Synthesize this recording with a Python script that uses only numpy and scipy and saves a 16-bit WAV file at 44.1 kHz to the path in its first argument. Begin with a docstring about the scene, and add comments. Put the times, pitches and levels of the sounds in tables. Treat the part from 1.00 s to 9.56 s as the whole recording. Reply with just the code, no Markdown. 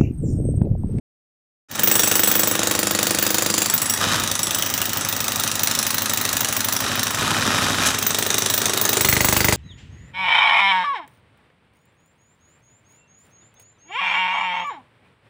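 """A loud, rapid hammering starts after a moment of silence: an electric demolition hammer is breaking
up a concrete lane between brick walls, about 25 blows a second. Each blow cracks the concrete, rings
the steel chisel and thuds in the slab, which turns hollow near the end. Three times the blows are
muffled and a gritty, metallic clatter comes forward. Behind them the hammer's motor whines, and a slow
single-cylinder diesel chugs and clatters nearby."""
import sys
import numpy as np
from scipy import signal
from scipy.io import wavfile
from scipy.ndimage import uniform_filter1d, minimum_filter1d

SR = 44100
rng = np.random.default_rng(int(sys.argv[2]) if len(sys.argv) > 2 else 0)


def to_wav(sig):
    """Store sig (one row per channel, or 1-D mono) as 16-bit WAV at the path in sys.argv[1].

    Samples outside -1..1 are clipped; the rate is SR.
    """
    pcm = np.clip(np.atleast_2d(sig), -1, 1) * 32767
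    pcm = np.round(pcm).astype(np.int16)
    wavfile.write(sys.argv[1], SR, pcm.T)  # frames by channels


N = 377496


def from_db(db):
    """Turn decibels into a number to multiply the sound by."""
    return 10 ** (np.asarray(db) / 20)


def rms_one(x):
    """Scale a sound so that its average strength (rms) is 1."""
    return x / np.sqrt(np.mean(x ** 2) + 1e-20)


def in_time(rows):
    """Join rows of (time, values...) with straight lines: one curve for each value."""
    times, *columns = np.transpose(rows)
    return [np.interp(np.arange(N) / SR, times, column) for column in columns]


def during(spans, rise_s, fall_s):
    """For each (start, end, height), a curve that rises before the start and falls after the end."""
    return sum(in_time([(start - rise_s, 0), (start, height), (end, height), (end + fall_s, 0)])[0]
               for start, end, height in spans)


def drift(rate):
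    """A smooth random wobble, about 1 in size; a higher rate wobbles faster."""
    memory = np.exp(-80 * np.pi * rate / SR)
    noise = rng.standard_normal(N // 40 + 2002)
    slow = signal.lfilter([1], [1, -2 * memory, memory * memory], noise)[2000:]
    return np.interp(np.arange(N) / 40, np.arange(len(slow)), rms_one(slow))


def delayed(x, seconds):
    """The same sound, later."""
    return np.interp(np.arange(N) - seconds * SR, np.arange(N), x, left=0)


def filtered(x, kind, hz, order=2):
    """Keep the "low" side of hz, the "high" side, or the "band" between two frequencies."""
    return signal.sosfilt(signal.butter(order, hz, kind, fs=SR, output="sos"), x)


def beats(pace):
    """The samples at which a running count reaches each whole number."""
    times, count = np.transpose(pace)
    beat_times = np.interp(np.arange(count[-1] + 1), count, times)
    return np.minimum(beat_times * SR, N - 1).astype(int)


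def clicks(at, level_db, spread_db):
    """One click per beat, following a level curve, each a little different."""
    out = np.zeros(N)
    out[at] = from_db(level_db[at] + spread_db * rng.standard_normal(len(at)))
    return out


def dying(hits, ring_s):
    """Let each click die away; the ring time is how long it takes to fall by 60 dB."""
    return signal.lfilter([1], [1, -from_db(-60 / (ring_s * SR))], hits + 1e-18)


def struck(notes, at, level_db, spread_db):
    """Every beat rings a set of notes, each with its own random strength."""
    out = np.zeros(N)
    for hz, db, ring_s in notes:
        decay, turn = from_db(-60 / (ring_s * SR)), 2 * np.pi * hz / SR
        hits = clicks(at, level_db, spread_db) + 1e-18
        out += from_db(db) * signal.lfilter([.5, 0, -.5], [1, -2 * decay * np.cos(turn), decay ** 2], hits)
    return out


def narrow_noise(hz, width_hz):
    """A breathy tone: noise gathered around one pitch, which may move."""
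    wobble = filtered(rng.standard_normal((2, N)), "low", width_hz / 2)
    phase = 2 * np.pi * np.cumsum(hz * np.ones(N)) / SR
    return rms_one(wobble[0] * np.cos(phase) + wobble[1] * np.sin(phase))


def shaped_noise(loudness, spectrum, wander_db, rate, bands):
    """Noise that follows a loudness curve, built from frequency bands whose levels wander."""
    hz, db = np.transpose(spectrum)
    edges = np.geomspace(hz[0], min(hz[-1], 17000), bands + 1)
    noise = rng.standard_normal((2, N)) * loudness + 1e-18
    out, power = 0, 0
    for k, (low, high) in enumerate(zip(edges, edges[1:])):
        gain = from_db(np.interp(np.log(low * high) / 2, np.log(hz), db))
        band = filtered(noise[k % 2], "band", [low, high])
        out = out + gain * from_db(wander_db * drift(rate)) * band
        power += gain ** 2 * (high - low) / (SR / 2)
    return out / np.sqrt(power)


# echoes off the ground and walls: (delay [s], level [dB])
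ECHOES = [(.0094, -10.5), (0.0101, -21), (0.0184, -27), (.0255, -13)]

def lane(x, ring_s, tail_db, echo_db):
    """Add quick echoes off the near walls, then a short, thin wash of sound."""
    t = np.arange(SR // 2) / SR
    tail = rng.standard_normal(len(t)) * from_db(-60 * t / ring_s) * (t > .008)
    tail = filtered(tail, "band", [600, 7000], order=1)
    echoes = sum(from_db(db + echo_db) * delayed(x, round(s * SR) / SR) for s, db in ECHOES)
    return x + echoes + from_db(tail_db) * signal.fftconvolve(x, tail / np.linalg.norm(tail))[:N]


# stalls, when the blows are muffled: (start [s], end [s], chisel drop [dB], background rise [dB])
STALLS = [(3.023, 3.142, 8, 7.5), (5.843, 5.924, 11, 5.5), (6.203, 6.864, 10, 7.5)]
SWELL_RISE_S, SWELL_FALL_S = 0.038, 0.16

def swell():
    """The dB by which the background comes forward in a stall: up quickly, back slowly."""
    return during([(start, end, rise) for start, end, _, rise in STALLS], SWELL_RISE_S, SWELL_FALL_S)


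# pace of the diesel: (time [s], firings so far [count])
FIRINGS = [(.053, 0), (2.987, 36), (3.642, 44), (4.532, 55), (5.417, 66), (7.907, 97), (8.55, 105)]
# notes of the exhaust pipe: (pitch [Hz], level [dB], ring time [s])
EXHAUST_NOTES = [(79.5, -19, 0.053), (100, -3.5, 0.3), (118, -0.5, 0.13), (157.7, -8.5, 0.26),
                 (224.1, -2.5, 0.25), (262, -7.5, 0.38), (322, -23, 0.06), (378, -17, 0.15),
                 (556.3, 2, 0.077)]
# tone of the engine's clatter: (frequency [Hz], level [dB])
CLATTER_TONE = [(40, -3.5), (90, -1.5), (250, 2), (450, -4.5), (800, -1), (1300, 0), (1800, -3.5),
                (2200, -8.5), (3400, -2.5), (4800, -16), (6200, 2.5), (7600, -12), (10800, -15.5),
                (13000, -23), (16000, -29)]
# notes of the engine's panels: (pitch [Hz], width [Hz], level [dB])
PANEL_NOTES = [(912, 10, -24.5), (1256, 81, -11.5), (1417, 180, -15.5), (1713, 175, -14), (2454, 26, -17.5),
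               (3057, 79, -28.5), (3790, 103, -10)]

def diesel():
    """Each firing rings the exhaust and returns from a wall; the valves clatter in the panels."""
    swell_db = swell()
    clatter_db = -30 + swell_db + 0.68 * drift(rate=6.9)
    exhaust_db = -29 + 0.71 * swell_db
    puffs = filtered(struck(EXHAUST_NOTES, beats(FIRINGS), exhaust_db, spread_db=1.15), "high", 74)
    puffs = filtered(puffs, "low", 700, order=1)  # the muffler softens each puff
    chug = from_db(-2.5) * (puffs + from_db(-6) * delayed(puffs, .0185))
    # valves and loose covers tick about 130 times a second over a steady rush
    ticks = (rng.random(N) < 130 / SR) * rng.uniform(0.47, 1, N)
    rattle = rms_one(1 + 2.5 * dying(ticks, ring_s=0.0067))
    clatter = from_db(0.5) * shaped_noise(rattle, CLATTER_TONE, wander_db=0.5, rate=4.0, bands=20)
    panels = rattle * sum(from_db(db) * narrow_noise(hz, width) for hz, width, db in PANEL_NOTES)
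    return chug + from_db(clatter_db) * (clatter + panels)


# tones of the hammer's motor: (pitch [multiple of the blow rate], level [dB])
WHINE_TONES = [(74, -44.5), (149, -53), (222, -50.5), (296, -46.5)]

def motor(at):
    """Fan and gears whine; the whine swells just before each blow and slides down in pitch."""
    blow_rate = np.interp(np.arange(N), (at[1:] + at[:-1]) / 2, SR / np.diff(at))
    blow_rate = uniform_filter1d(blow_rate, SR)  # the heavy rotor evens out the speed
    strokes = np.interp(np.arange(N), at, np.arange(len(at)))
    cycle = 2 * np.pi * (strokes - .8)  # loudest 80% of the way through a stroke
    base_hz = blow_rate * (1 - .015 * np.sin(cycle))
    level = from_db(0.5 + 0.27 * swell()) * (1 + 0.57 * np.cos(cycle))
    whine = sum(from_db(db) * narrow_noise(multiple * base_hz, width_hz=85) for multiple, db in WHINE_TONES)
    return level * whine


# notes of the gritty clatter in a stall: (pitch [Hz], level [dB], ring time [s])
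CLATTER_NOTES = [(1260, -3, .02), (1610, -1, .014), (2500, -2, 0.016), (3080, 2, .012), (3480, 0, 0.013),
                 (3950, -2, 0.015)]
TICKS_PER_S = 320

def stall_clatter():
    """A gritty, metallic clatter of dense, uneven ticks comes forward while the blows are muffled."""
    loudness = during([(start, end, from_db(rise)) for start, end, _, rise in STALLS],
                      SWELL_RISE_S, SWELL_FALL_S)
    ticks = np.flatnonzero(rng.random(N) < TICKS_PER_S / SR)
    return from_db(-37) * loudness * rms_one(struck(CLATTER_NOTES, ticks, np.zeros(N), spread_db=5))


# the slab's answer, strong where the concrete is whole: (time [s], thud level [dB], knock level [dB])
SLAB_LEVELS = [(.71, -46, -30), (.84, -21.5, -19.5), (2.62, -27.5, -24), (2.74, -42, -24), (3.4, -41, -59),
               (4.4, -45, -48), (4.9, -50, -23), (5.25, -34, -30), (5.6, -45, -25), (6.8, -38, -17.5),
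               (7.12, -31.5, -23.5), (7.9, -25, -29), (8.53, -19, -24)]
# how hollow the slab sounds: (time [s], level [dB])
HOLLOWNESS = [(0, -71), (7.7, -64), (7.95, -39), (8.08, -20.5), (8.3, -22.5), (8.56, -18.5)]
# how loose the slab is: (time [s], share of loose thud [0-1])
LOOSENESS = [(0, 0.47), (3, 0.07), (7, 0.76), (8.56, 0.5)]
# notes of the slab's five sounds, each: (pitch [Hz], level [dB], ring time [s])
FIRM_THUD = [(204.4, -7.5, 0.14), (304, -2, 0.068), (336.5, -4.5, 0.16), (390, -5.5, 0.082),
             (485, 0, 0.067), (577, -12.5, 0.14)]
LOOSE_THUD = [(215, -7.5, 0.078), (330, -5, 0.13), (387.6, 0.5, 0.11), (420, -2, 0.12), (593, -0.5, 0.052)]
KNOCK = [(800, -48, .012), (1105, -9.5, 0.049), (1480, -1.5, 0.011), (1820, 0, 0.009), (2274, -4, 0.0069)]
CLANK = [(1000, 1.5, 0.0068), (1560, -3.5, .008), (2020, 3, 0.012)]
BOOM = [(73, 3.5, 0.058), (104.4, 0, 0.086), (129, -23, 0.033), (205.6, 0.5, 0.012)]

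def slab(at):
    """The struck concrete thuds and knocks; working loose, it changes its note, clanks and booms."""
    thud_db, knock_db = in_time(SLAB_LEVELS)
    hollow_db, = in_time(HOLLOWNESS)
    loose, = in_time(LOOSENESS)
    touch = at - int(.0008 * SR)  # the tip meets the slab just before the concrete gives way
    heave = at + int(0.00308 * SR)  # the whole slab follows later
    firm_thud = from_db(6) * struck(FIRM_THUD, at + int(.001 * SR), thud_db, spread_db=1.5)
    loose_thud = from_db(3.5) * struck(LOOSE_THUD, at, thud_db, spread_db=3.5)
    thud = filtered((1 - loose) * firm_thud + loose * loose_thud, "high", 127)
    knock = from_db(4.5) * struck(KNOCK, touch, knock_db, spread_db=2.5)
    clank = from_db(15) * struck(CLANK, touch, hollow_db, spread_db=4.5)
    boom = from_db(2) * struck(BOOM, heave, hollow_db, spread_db=0)
    return thud + filtered(knock + clank, "high", 614) + filtered(boom, "low", 600, order=1)


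# how hard the chisel bites: (time [s], level [dB])
BITE = [(.74, -30), (.85, -19), (1.3, -18), (1.52, -24.5), (1.72, -21), (2.2, -21.5), (2.6, -24),
        (3.38, -25.5), (3.6, -27), (4.17, -26.5), (4.6, -22), (5.25, -24.5), (5.74, -22), (6.3, -30),
        (7.03, -25.5), (7.25, -24), (7.85, -20), (8.53, -20.5)]
# the chisel sits loose in its hole: (start [s], end [s], high ring boost [dB], low ring boost [dB])
RING_OUTS = [(0.814, 1.5, 13, 13), (2.74, 2.924, 5, 16.5), (3.39, 3.539, 0, 15), (3.66, 4.246, 5.5, -1),
             (5.98, 6.117, 5, 1), (7.95, 8.564, 6.5, 8.5)]
STALL_FADE_S, RING_FADE_S = 0.065, 0.093

def chisel_levels():
    """Level curves in dB for crack, high ring and low ring: all drop in a stall; loose steel rings more."""
    bite_db, = in_time(BITE)
    drop_db = during([(start, end, drop) for start, end, drop, _ in STALLS], STALL_FADE_S, STALL_FADE_S)
    high_boost = during([(start, end, db) for start, end, db, _ in RING_OUTS], RING_FADE_S, RING_FADE_S)
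    low_boost = during([(start, end, db) for start, end, _, db in RING_OUTS], RING_FADE_S, RING_FADE_S)
    crack_db = bite_db - drop_db
    return crack_db, crack_db - 8.5 + high_boost, crack_db - 17.5 + low_boost


def steel_ring(notes, at, level_db, spread_db):
    """The chisel chatters in its socket after each blow, which blurs its notes into noisy tones."""
    blows = clicks(at, level_db, spread_db)
    return sum(from_db(db) * dying(blows, ring_s) * narrow_noise(hz, width)
               for hz, width, db, ring_s in notes)


# tone of the cracking concrete: (frequency [Hz], level [dB])
CRACK_TONE = [(500, -5), (1200, -0.5), (2500, -1.5), (3600, 2), (4800, -3.5), (6500, 4.5), (8500, -1),
              (10500, -1.5), (12500, -2.5), (14000, -45), (15200, -2.5), (16000, -14)]
# the tip squeaks in its hole: (time [s], low pitch [Hz], middle pitch [Hz], high pitch [Hz], level [dB])
TIP_SQUEAK = [(.7, 3300, 6030, 8400, -8), (1.5, 3400, 6200, 8400, -15), (1.75, 4650, 7340, 9600, -9),
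              (2.25, 4650, 6850, 9800, -12), (2.6, 4900, 7220, 9800, -3), (2.9, 3900, 7670, 10700, -29),
              (3.4, 3600, 5810, 7900, -6), (3.8, 2800, 5850, 8200, -7.5), (4.3, 3900, 5910, 8300, -14),
              (4.8, 4100, 5660, 10300, -7), (5.3, 4050, 6690, 10700, -12), (5.7, 4050, 5710, 10400, -9),
              (6.2, 3800, 5660, 8200, -8), (7.05, 3800, 6190, 8280, -5), (7.5, 3750, 5950, 8750, -9),
              (7.95, 3910, 6390, 8500, -9.5), (8.5, 4800, 6660, 9300, -7.5)]
# high and low notes of the steel, each: (pitch [Hz], width [Hz], level [dB], ring time [s])
STEEL_HIGH = [(13700, 90, -18, .11), (14300, 790, -9, .045), (14980, 120, -4.5, .071),
              (15050, 440, 0, .053)]
STEEL_LOW = [(5620, 120, -4, 0.056), (7810, 69, 0, 0.071), (8070, 630, -5.5, 0.11), (10730, 250, -27, 0.15),
             (10800, 180, -3.5, 0.11)]

def chisel(at):
    """Steel hits concrete: a snap, a moment of crushing, a squeak of the tip and the ring of the shaft."""
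    crack_db, high_db, low_db = chisel_levels()
    low_hz, middle_hz, high_hz, tip_db = in_time(TIP_SQUEAK)
    blows = clicks(at, crack_db, spread_db=1.6)
    snap = 0.47 * dying(blows, ring_s=0.0048)
    crush = dying(blows, ring_s=0.028)
    scrape = during([(6.86, 6.877, from_db(-26))], 0.0052, 0.0052)  # once, as the last stall ends
    crack = from_db(9) * shaped_noise(snap + crush + scrape, CRACK_TONE, wander_db=0.2, rate=1.8, bands=24)
    tip = (from_db(-3) * narrow_noise(low_hz, width_hz=390)
           + narrow_noise(middle_hz, width_hz=760)
           + from_db(-5) * narrow_noise(high_hz, width_hz=530))
    squeak = from_db(12.5 + tip_db) * dying(blows, ring_s=0.031) * tip
    high_ring = from_db(7) * steel_ring(STEEL_HIGH, at, high_db, spread_db=5.5)
    low_ring = from_db(2.5) * steel_ring(STEEL_LOW, at, low_db, spread_db=5)
    return crack + squeak + high_ring + low_ring


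# pace of the hammer: (time [s], blows so far [count])
BLOWS = [(.714, 0), (1.3146, 15), (2.0688, 34), (2.6191, 48), (2.9371, 56), (3.197, 63), (3.431, 69),
         (3.816, 79), (4.436, 95), (4.712, 102), (4.944, 108), (5.0961, 112), (5.4066, 120), (5.8047, 130),
         (6.1069, 138), (7.1861, 165), (8.0481, 187), (8.5253, 199)]

def scene():
    """The hammer sounds between the walls of the lane, over its motor, the diesel and the clatter."""
    at = beats(BLOWS)
    cracks = lane(chisel(at), ring_s=0.64, tail_db=-11.5, echo_db=-1)
    thuds = lane(slab(at), ring_s=0.034, tail_db=-19.5, echo_db=-17)
    return (cracks + thuds + motor(at) + diesel() + stall_clatter())[None]


def limiter(x, ceiling_db, release_db_per_s):
    """Turn the volume down just ahead of each loud peak, then quickly back up."""
    over_db = np.maximum(20 * np.log10(np.abs(x[0]) + 1e-9) - ceiling_db, 0)
    recovery = release_db_per_s * np.arange(N) / SR
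    cut_db = np.maximum.accumulate(over_db + recovery) - recovery
    return x * from_db(uniform_filter1d(minimum_filter1d(-cut_db, size=45), size=45))


# silence, then a quick fade in: (time [s], volume [0-1])
FADE_IN = [(0, 0), (.685, 0), (.715, 0.37), (.78, 0.94), (8.56, 0.93)]
PEAK, CUTOFF_HZ = 0.89, 16800

def record(dry):
    """The microphone sheds deep bass and rounds peaks; then come a limiter, the fade and a treble cut."""
    fade, = in_time(FADE_IN)
    rounded = PEAK * np.tanh(filtered(dry, "high", 62) / PEAK)
    held = limiter(rounded, ceiling_db=-4.5, release_db_per_s=500)
    return signal.sosfilt(signal.cheby2(12, 60, CUTOFF_HZ, fs=SR, output="sos"), fade * held)


dry = scene()
out = record(dry)
to_wav(out)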